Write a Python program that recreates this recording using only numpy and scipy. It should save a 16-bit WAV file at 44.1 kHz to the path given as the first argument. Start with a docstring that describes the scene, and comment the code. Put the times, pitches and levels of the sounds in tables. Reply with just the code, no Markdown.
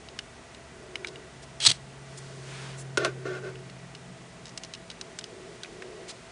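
"""A quiet room hisses and hums, and a low, distant drone swells and sinks in pitch. Close by, hands work
a small plastic glue gun over a paper page on a desk. Its hollow shell and trigger tick, rubbing on the
page makes the desk ring, and fingers brush the paper. The trigger is squeezed: the plastic sticks and
slips in one short rasp, over soft thuds of the hand. Then come hard knocks and two gritty scrapes,
followed by more rubbing, ticking and brushing."""
import sys
import numpy as np
from scipy import signal
from scipy.fft import rfft, irfft, next_fast_len
from scipy.io import wavfile
from scipy.ndimage import uniform_filter1d

SR = 44100
rng = np.random.default_rng(int(sys.argv[2]) if len(sys.argv) > 2 else 0)


def dump(signal):
    """Clip the signal to [-1, 1] and save it as 16-bit WAV at the path in sys.argv[1]."""
    limited = np.clip(np.atleast_2d(signal).T, -1, 1)
    pcm = np.round(limited * 32767).astype(np.int16)
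    wavfile.write(sys.argv[1], SR, pcm)


N = 278298
TIME = np.arange(N) / SR


def from_db(db):
    """Turn decibels into a number to multiply a sound by."""
    return 10 ** (np.asarray(db) / 20)


def rms_one(x):
    """Scale a sound so that its average strength (rms) is 1."""
    return x / np.sqrt(np.mean(x ** 2) + 1e-20)


def even(x, size):
    """Hold the strength near 1 over every stretch of about `size` samples."""
    power = uniform_filter1d(uniform_filter1d(x ** 2, size=size), size=size)
    return x / np.sqrt(np.abs(power) + 1e-12)


def drift(rate_hz):
    """A smooth random wobble, about 1 in size."""
    r = np.exp(-2 * np.pi * rate_hz / SR)
    return rms_one(signal.lfilter([1], [1, -2 * r, r * r], rng.standard_normal(N + SR))[SR:])


def colour(x, curve):
    """Turn lows and highs up or down along a curve of (frequency [Hz], gain [dB]) points."""
    size = 2 * next_fast_len(len(x) // 2 + 2048)
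    hz, db = np.transpose(curve)
    bin_hz = np.arange(size // 2 + 1) * SR / size
    log_gain = np.log(from_db(np.interp(np.log(bin_hz + 1), np.log(hz), db)))
    cepstrum = irfft(log_gain)[:size // 2]
    cepstrum[1:] *= 2   # folded forward in time, so nothing sounds early
    return irfft(rfft(x, size) * np.exp(rfft(cepstrum, size)))[:len(x)]


def resonance(x, hz, width_hz):
    """Ring at one pitch: the narrower the width, the longer the ring."""
    return signal.lfilter(*signal.iirpeak(hz, hz / min(width_hz, SR / 4), fs=SR), x)


def gliding_resonance(x, hz, width_hz, size=64):
    """A ring whose pitch moves in small steps."""
    out, state = np.zeros(len(x)), np.zeros(2)
    for i in range(0, len(x), size):
        peak = signal.iirpeak(hz[i], hz[i] / width_hz, fs=SR)
        out[i:i + size], state = signal.lfilter(*peak, x[i:i + size], zi=state)
    return out


def body(x, rings):
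    """An object rings at several pitches at once."""
    return sum(from_db(db) * resonance(x, hz, width) for hz, width, db in rings)


def tone(hz, db, waver_hz, flutter_db):
    """A pure tone that can wobble in pitch and level."""
    pitch = hz + waver_hz * drift(3.96)
    gain = from_db(db + flutter_db * drift(21.0))
    return gain * np.sqrt(2) * np.sin(2 * np.pi * np.cumsum(pitch) / SR)


def snap(fade_s, crack):
    """One hard snap, then chatter that drops 60 dB in fade_s."""
    age = TIME[:SR // 12]
    chatter = rng.choice([-1, 1], len(age)) * from_db(-60 * age / fade_s)
    chatter[0] = crack
    return chatter


def add(out, s, db, hit):
    """Place a hit at time s, with its first 3 ms or so at level db."""
    at = round(s * SR)
    out[at:at + len(hit)] += from_db(db) * hit / np.sqrt(np.mean(hit[:SR // 300] ** 2))


def friction(per_s, spread_db):
    """Sliding under even pressure: many tiny slips at random moments."""
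    slips = (rng.random(N) < per_s / SR) * rng.choice([-1, 1], N)
    slips = slips * from_db(spread_db * rng.uniform(-0.68, 1, N))
    return slips / np.sqrt(np.abs(uniform_filter1d(slips ** 2, size=200)) + 1e-6)


def strokes(rows):
    """Strength of strokes that swell and let go: (middle [s], half length [s], level [dB])."""
    power = np.zeros(N)
    for s, half, db in rows:
        near = slice(max(0, int((s - 2 * half) * SR)), int((s + 2 * half) * SR))
        power[near] += from_db(db) ** 2 * np.exp(-np.abs((TIME[near] - s) / half) ** 3)
    return np.sqrt(power)


def held(start, end, attack_s, release_s):
    """Strength that rises at the start, holds, and dies away after the end."""
    return np.clip((TIME - start) / attack_s, 0, 1) * np.exp(-np.clip((TIME - end) / release_s, 0, 30))


# lows and highs of the room's hiss: (frequency [Hz], gain [dB])
HISS_COLOUR = [(25, -20), (50, 3), (75, -3.5), (110, 0.5), (180, 2), (290, -4), (400, 2), (540, -5),
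               (850, -5.5), (1300, -7.5), (2400, -10), (4000, -15), (7000, -17), (10000, -21)]
# pitches at which the room rings: (pitch [Hz], width [Hz], gain [dB])
ROOM_RINGS = [(661.4, 22.5, 9.5), (1540, 35, -28), (1946, 34, 4)]
# steady hum: (pitch [Hz], level [dB])
HUM_TONES = [(120, -64.5), (240, -64)]
def room(hiss_db=-48.5):
    """A steady hiss rings a little in the room, over a faint hum."""
    air = colour(rng.standard_normal(N), HISS_COLOUR)
    hiss = from_db(hiss_db) * rms_one(air + body(air, ROOM_RINGS))
    hum = sum(tone(hz, db, waver_hz=0.62, flutter_db=0) for hz, db in HUM_TONES)
    return hiss + hum


# tones of the distant drone: (loudest time [s], pitch then [Hz], level then [dB], rise [dB/s],
# fade [dB/s], pitch drop [Hz/s], pitch wobble [Hz], level wobble [dB])
DRONE_TONES = [(3.0, 133.2, -41.5, 10, 14, 2.7, 0.47, .5), (3.6, 175, -53, 8.5, 5, 2.6, 4.5, 3),
               (.8, 69.6, -61, 1, 4.5, 0.65, 1.8, 0.5)]
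def drone(round_top_s=0.26):
    """Each low tone swells to a rounded top and fades, while its pitch sinks."""
    out = np.zeros(N)
    for s, hz, db, rise, fade, drop, waver_hz, flutter_db in DRONE_TONES:
        away_s = np.hypot(TIME - s, round_top_s) - round_top_s
        level_db = db - np.where(TIME < s, rise, fade) * away_s
        out += tone(hz - drop * (TIME - s), level_db, waver_hz, flutter_db)
    return out


# lows and highs of the gun's hollow shell: (frequency [Hz], gain [dB])
SHELL_COLOUR = [(400, -33), (900, 5), (1500, -4), (2500, 2.5), (4000, -1.5), (6000, -2), (8000, -5),
                (10000, -3.5)]
# pitches at which the shell rings: (pitch [Hz], width [Hz], gain [dB])
SHELL_RINGS = [(1507, 130, 12), (2140, 210, -4.5), (2855, 200, 2), (3790, 180, 1), (5280, 380, -7.5),
               (6210, 240, 0), (7900, 290, -1)]
# ticks of the shell and trigger: (time [s], level [dB], pitch [Hz], bounces [count])
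GUN_TICKS = [(0.087, -41, 4160, 0), (0.1897, -28.5, 3360, 0), (0.547, -43.5, 3850, 0),
             (0.9557, -27, 2730, 0), (1.0464, -27.5, 2200, 0), (1.0706, -35, 4370, 1),
             (1.1577, -40.5, 2630, 0), (3.5555, -44.5, 2500, 0), (3.698, -45.5, 4100, 0),
             (3.9503, -40, 4530, 0), (4.4553, -40.5, 5260, 3), (4.5758, -31, 5500, 0),
             (4.6352, -35.5, 4950, 1), (4.737, -33.5, 4400, 1), (4.901, -36, 3770, 1),
             (5.0124, -32, 4900, 0), (5.188, -31, 4970, 0), (5.211, -43, 3900, 0), (5.2411, -34, 4380, 0),
             (5.634, -33.5, 4230, 0), (5.646, -40, 2240, 1), (5.822, -36, 1990, 0)]
def ticks(tight_fade_s=0.021, loose_fade_s=0.029, bounce_gap_s=0.0125, bounce_loss_db=5.5):
    """A part snaps and rings the shell, mostly near the part's own pitch; loose parts bounce."""
    out = np.zeros(N)
    for s, db, hz, bounces in GUN_TICKS:
        cut_lows = signal.butter(2, 0.21 * hz, "high", fs=SR, output="sos")
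        for k in range(bounces + 1):
            click = snap(loose_fade_s if bounces else tight_fade_s, crack=3.1)
            part = resonance(click, hz, width_hz=0.46 * hz)
            part = colour(signal.sosfilt(cut_lows, part), SHELL_COLOUR)
            hit_db = db - bounce_loss_db if k else db
            add(out, s + k * bounce_gap_s, hit_db, part + body(part, SHELL_RINGS))
    return out


# soft rubs on the page: (middle [s], half length [s], level [dB], grit compared with level [dB])
SOFT_RUBS = [(1.013, .21, -49, -11), (2.552, 0.44, -52.5, -7), (3.358, 0.24, -44.5, -14),
             (3.359, .028, -41, 1.5), (3.468, 0.032, -38.5, -3), (5.065, 0.074, -53, -23),
             (5.414, 0.14, -47.3, -29), (5.896, 0.19, -45, -29)]
# hard scrapes: (start [s], length [s], level [dB], grit compared with level [dB], opening bite [dB])
HARD_SCRAPES = [(2.973, 0.11, -31.5, -0.8, 7.5), (3.252, 0.073, -35, -4, 2)]
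def page_contact(bite_s=0.011, lift_db=3, uneven_db=0.8, uneven_hz=35):
    """Strength of the rubbing and of its grit: rubs swell softly; scrapes bite, hold and let go."""
    moves = [(strokes([(s, half, db)]), grit_db) for s, half, db, grit_db in SOFT_RUBS]
    for s, length, db, grit_db, bite_db in HARD_SCRAPES:
        bite = np.exp(-((TIME - s) / bite_s) ** 2)
        lift = np.clip((TIME - s) / length, 0, 1) ** 8   # the grit eases as the hand lifts
        gain = from_db(db + bite_db * bite) * held(s, s + length, attack_s=0.0032, release_s=0.016)
        moves.append((gain, grit_db - lift_db * lift))
    rubbing = np.sqrt(sum(gain ** 2 for gain, _ in moves))
    catching = np.sqrt(sum((gain * from_db(grit_db)) ** 2 for gain, grit_db in moves))
    return rubbing, catching * from_db(uneven_db * drift(uneven_hz))


# low rings of the desk and page: (pitch [Hz], width [Hz], gain [dB])
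DESK_RINGS = [(372.6, 17.4, 7), (395, 15, -0.5), (423, 13.4, 1), (446, 10, -17), (603, 16, -9),
              (668, 18, -18.5)]
# brighter rings, stirred by grit and knocks: (pitch [Hz], width [Hz], gain [dB])
BRIGHT_RINGS = [(594, 24, 9), (660, 68, 9), (1147, 135, 11), (1415, 76, 15), (1506, 82, 16), (1796, 45, 10),
                (2127, 56, 8.5), (2730, 210, 4), (4060, 70, -10), (4430, 160, -4)]
# lows and highs of hard contact with the desk: (frequency [Hz], gain [dB])
DESK_COLOUR = [(70, -55), (170, -11), (280, 7), (620, 6), (800, -2.5), (1300, -1.5), (2300, 0.5),
               (3200, -3), (4600, -6.5), (6500, -10.5), (10000, -26)]
def rubs_and_scrapes(hiss_db=-5, ring_db=-2, full_hiss_at_db=-33):
    """Soft rubbing stirs the desk's low rings; grit adds bright ones, and more hiss when pressed hard."""
    low_band = signal.butter(4, [320, 700], "band", fs=SR, output="sos")
    soft = signal.sosfilt(low_band, friction(per_s=8900, spread_db=0))
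    grit = colour(friction(per_s=14000, spread_db=2), DESK_COLOUR)
    rubbing, catching = page_contact()
    low = even(body(soft, DESK_RINGS), size=700)
    hardness = np.minimum(catching / from_db(full_hiss_at_db), 1) ** 0.13
    hiss = from_db(hiss_db) * hardness * even(grit, size=200)
    bright = body(body(grit, BRIGHT_RINGS), BRIGHT_RINGS)   # twice, for sharper rings
    return rubbing * low + catching * (hiss + from_db(ring_db) * even(bright, size=400))


# lows and highs of the paper: (frequency [Hz], gain [dB])
PAPER_COLOUR = [(200, -15), (600, 3), (1200, 3), (3000, -2.5), (6000, -4.5), (10000, -4.5)]
# fingers brushing the page: (middle [s], half length [s], level [dB], pitch [Hz])
FINGER_BRUSHES = [(1.434, 0.0093, -49.5, 5960), (2.182, .0075, -45, 7300), (2.256, 0.17, -55, 5000),
                  (2.608, 0.13, -44.5, 2300), (2.801, .02, -45.5, 7700), (5.85, 0.73, -58, 3500),
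                  (6.1, 0.014, -41, 4660)]
def brushes(width_hz=4200):
    """Skin slides over paper fibres with a fine, grainy hiss."""
    fibres = colour(friction(per_s=9000, spread_db=4), PAPER_COLOUR)
    return sum(strokes([(s, half, db)]) * rms_one(resonance(fibres, hz, width_hz))
               for s, half, db, hz in FINGER_BRUSHES)


# pushes of the trigger: (start [s], end [s], level at the end [dB])
TRIGGER_PUSHES = [(1.603, 1.675, -18), (1.682, 1.704, -21), (1.712, 1.718, -19.5)]
# moments when the plastic gives way: (middle [s], half length [s], level [dB])
PLASTIC_SLIPS = [(1.6042, 0.0019, -29), (1.652, .0013, -17), (1.6683, 0.0051, -10.5), (1.677, .0024, -19),
                 (1.727, 0.032, -44.5)]
def squeeze(build_db_per_s=249, shake_db=2, shake_hz=130):
    """Strength of the rasp: each push builds, shakes and lets go, and each slip makes it jump."""
    pressure = np.zeros(N)
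    for start, end, db in TRIGGER_PUSHES:
        build = from_db(db + build_db_per_s * np.minimum(TIME - end, 0))
        pressure += build * held(start, end, attack_s=0.0034, release_s=0.0027)
    return np.hypot(pressure * from_db(shake_db * drift(shake_hz)), strokes(PLASTIC_SLIPS))


# lows and highs of the rasping plastic: (frequency [Hz], gain [dB])
PLASTIC_COLOUR = [(200, -21.5), (700, -14), (1000, -14), (1900, -10.5), (3000, -9.5), (4300, -6),
                  (5600, -5), (7500, -9), (9500, -9.5), (10500, -26)]
# its narrow rings: (pitch [Hz], width [Hz], gain [dB])
PLASTIC_RINGS = [(3250, 190, 3.5), (4010, 86, 1), (4420, 82, 3.5), (4713, 46, -3), (4800, 30, -10),
                 (5140, 22, -12), (7950, 19, 11)]
def rasp(base_hz=3780, base_db=-16.5, rise_hz_per_db=60, width_hz=1100, ring_db=7):
    """Plastic sticks and slips in a quick run of bursts, ringing higher when pressed hard."""
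    slips = colour(friction(per_s=16000, spread_db=2), PLASTIC_COLOUR)
    strength, out = squeeze(), np.zeros(N)
    moving = strength > from_db(-70)
    plastic = (slips + body(slips, PLASTIC_RINGS))[moving]
    strength_db = 20 * np.log10(strength[moving])
    ring_hz = np.maximum(base_hz + rise_hz_per_db * (strength_db - base_db), width_hz)
    ring = from_db(ring_db) * gliding_resonance(plastic, ring_hz, width_hz)
    out[moving] = even(plastic + ring, size=110)
    return strength * out


# lows and highs of a dull thud: (frequency [Hz], gain [dB])
THUD_COLOUR = [(35, -59), (65, -18), (95, -3), (135, 5), (270, -10), (600, -22.5)]
# the hand bumping the desk: (middle [s], half length [s], level [dB])
HAND_THUDS = [(1.682, 0.007, -33.5), (1.707, 0.016, -34.5), (2.98, 0.0065, -35), (3.055, 0.016, -43)]
def thuds():
    """The weight of the hand gives dull thuds under the rasp and the knocks."""
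    rumble = colour(friction(per_s=3400, spread_db=-3.5), THUD_COLOUR)
    return strokes(HAND_THUDS) * even(rumble, size=350)


# knocks during the first scrape: (time [s], level [dB], pitch [Hz], time to fade 60 dB [s])
DESK_KNOCKS = [(2.9735, -19.5, 4100, 0.032), (2.9776, -26, 2200, 0.018), (3.048, -23.5, 3500, 0.014),
               (3.0496, -23, 1200, 0.076)]
def knocks(desk_db=-9):
    """Hard contacts crack and set the desk ringing."""
    out = np.zeros(N)
    for s, db, hz, fade_s in DESK_KNOCKS:
        click = snap(fade_s, crack=6.2)
        crack = resonance(click, hz, width_hz=0.63 * hz)
        desk = colour(click, DESK_COLOUR)
        add(out, s, db, crack + from_db(desk_db) * (desk + body(desk, BRIGHT_RINGS)))
    return out


def scene():
    """All the sounds together in one channel, with no echo."""
    hands = ticks() + knocks() + thuds() + rasp() + rubs_and_scrapes() + brushes()
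    return (hands + room() + drone())[None]


def record(dry, cutoff_hz=10060):
    """Cut off the highest treble steeply."""
    return signal.sosfilt(signal.ellip(16, .1, 80, cutoff_hz, fs=SR, output="sos"), dry)


dry = scene()
out = record(dry)
dump(out)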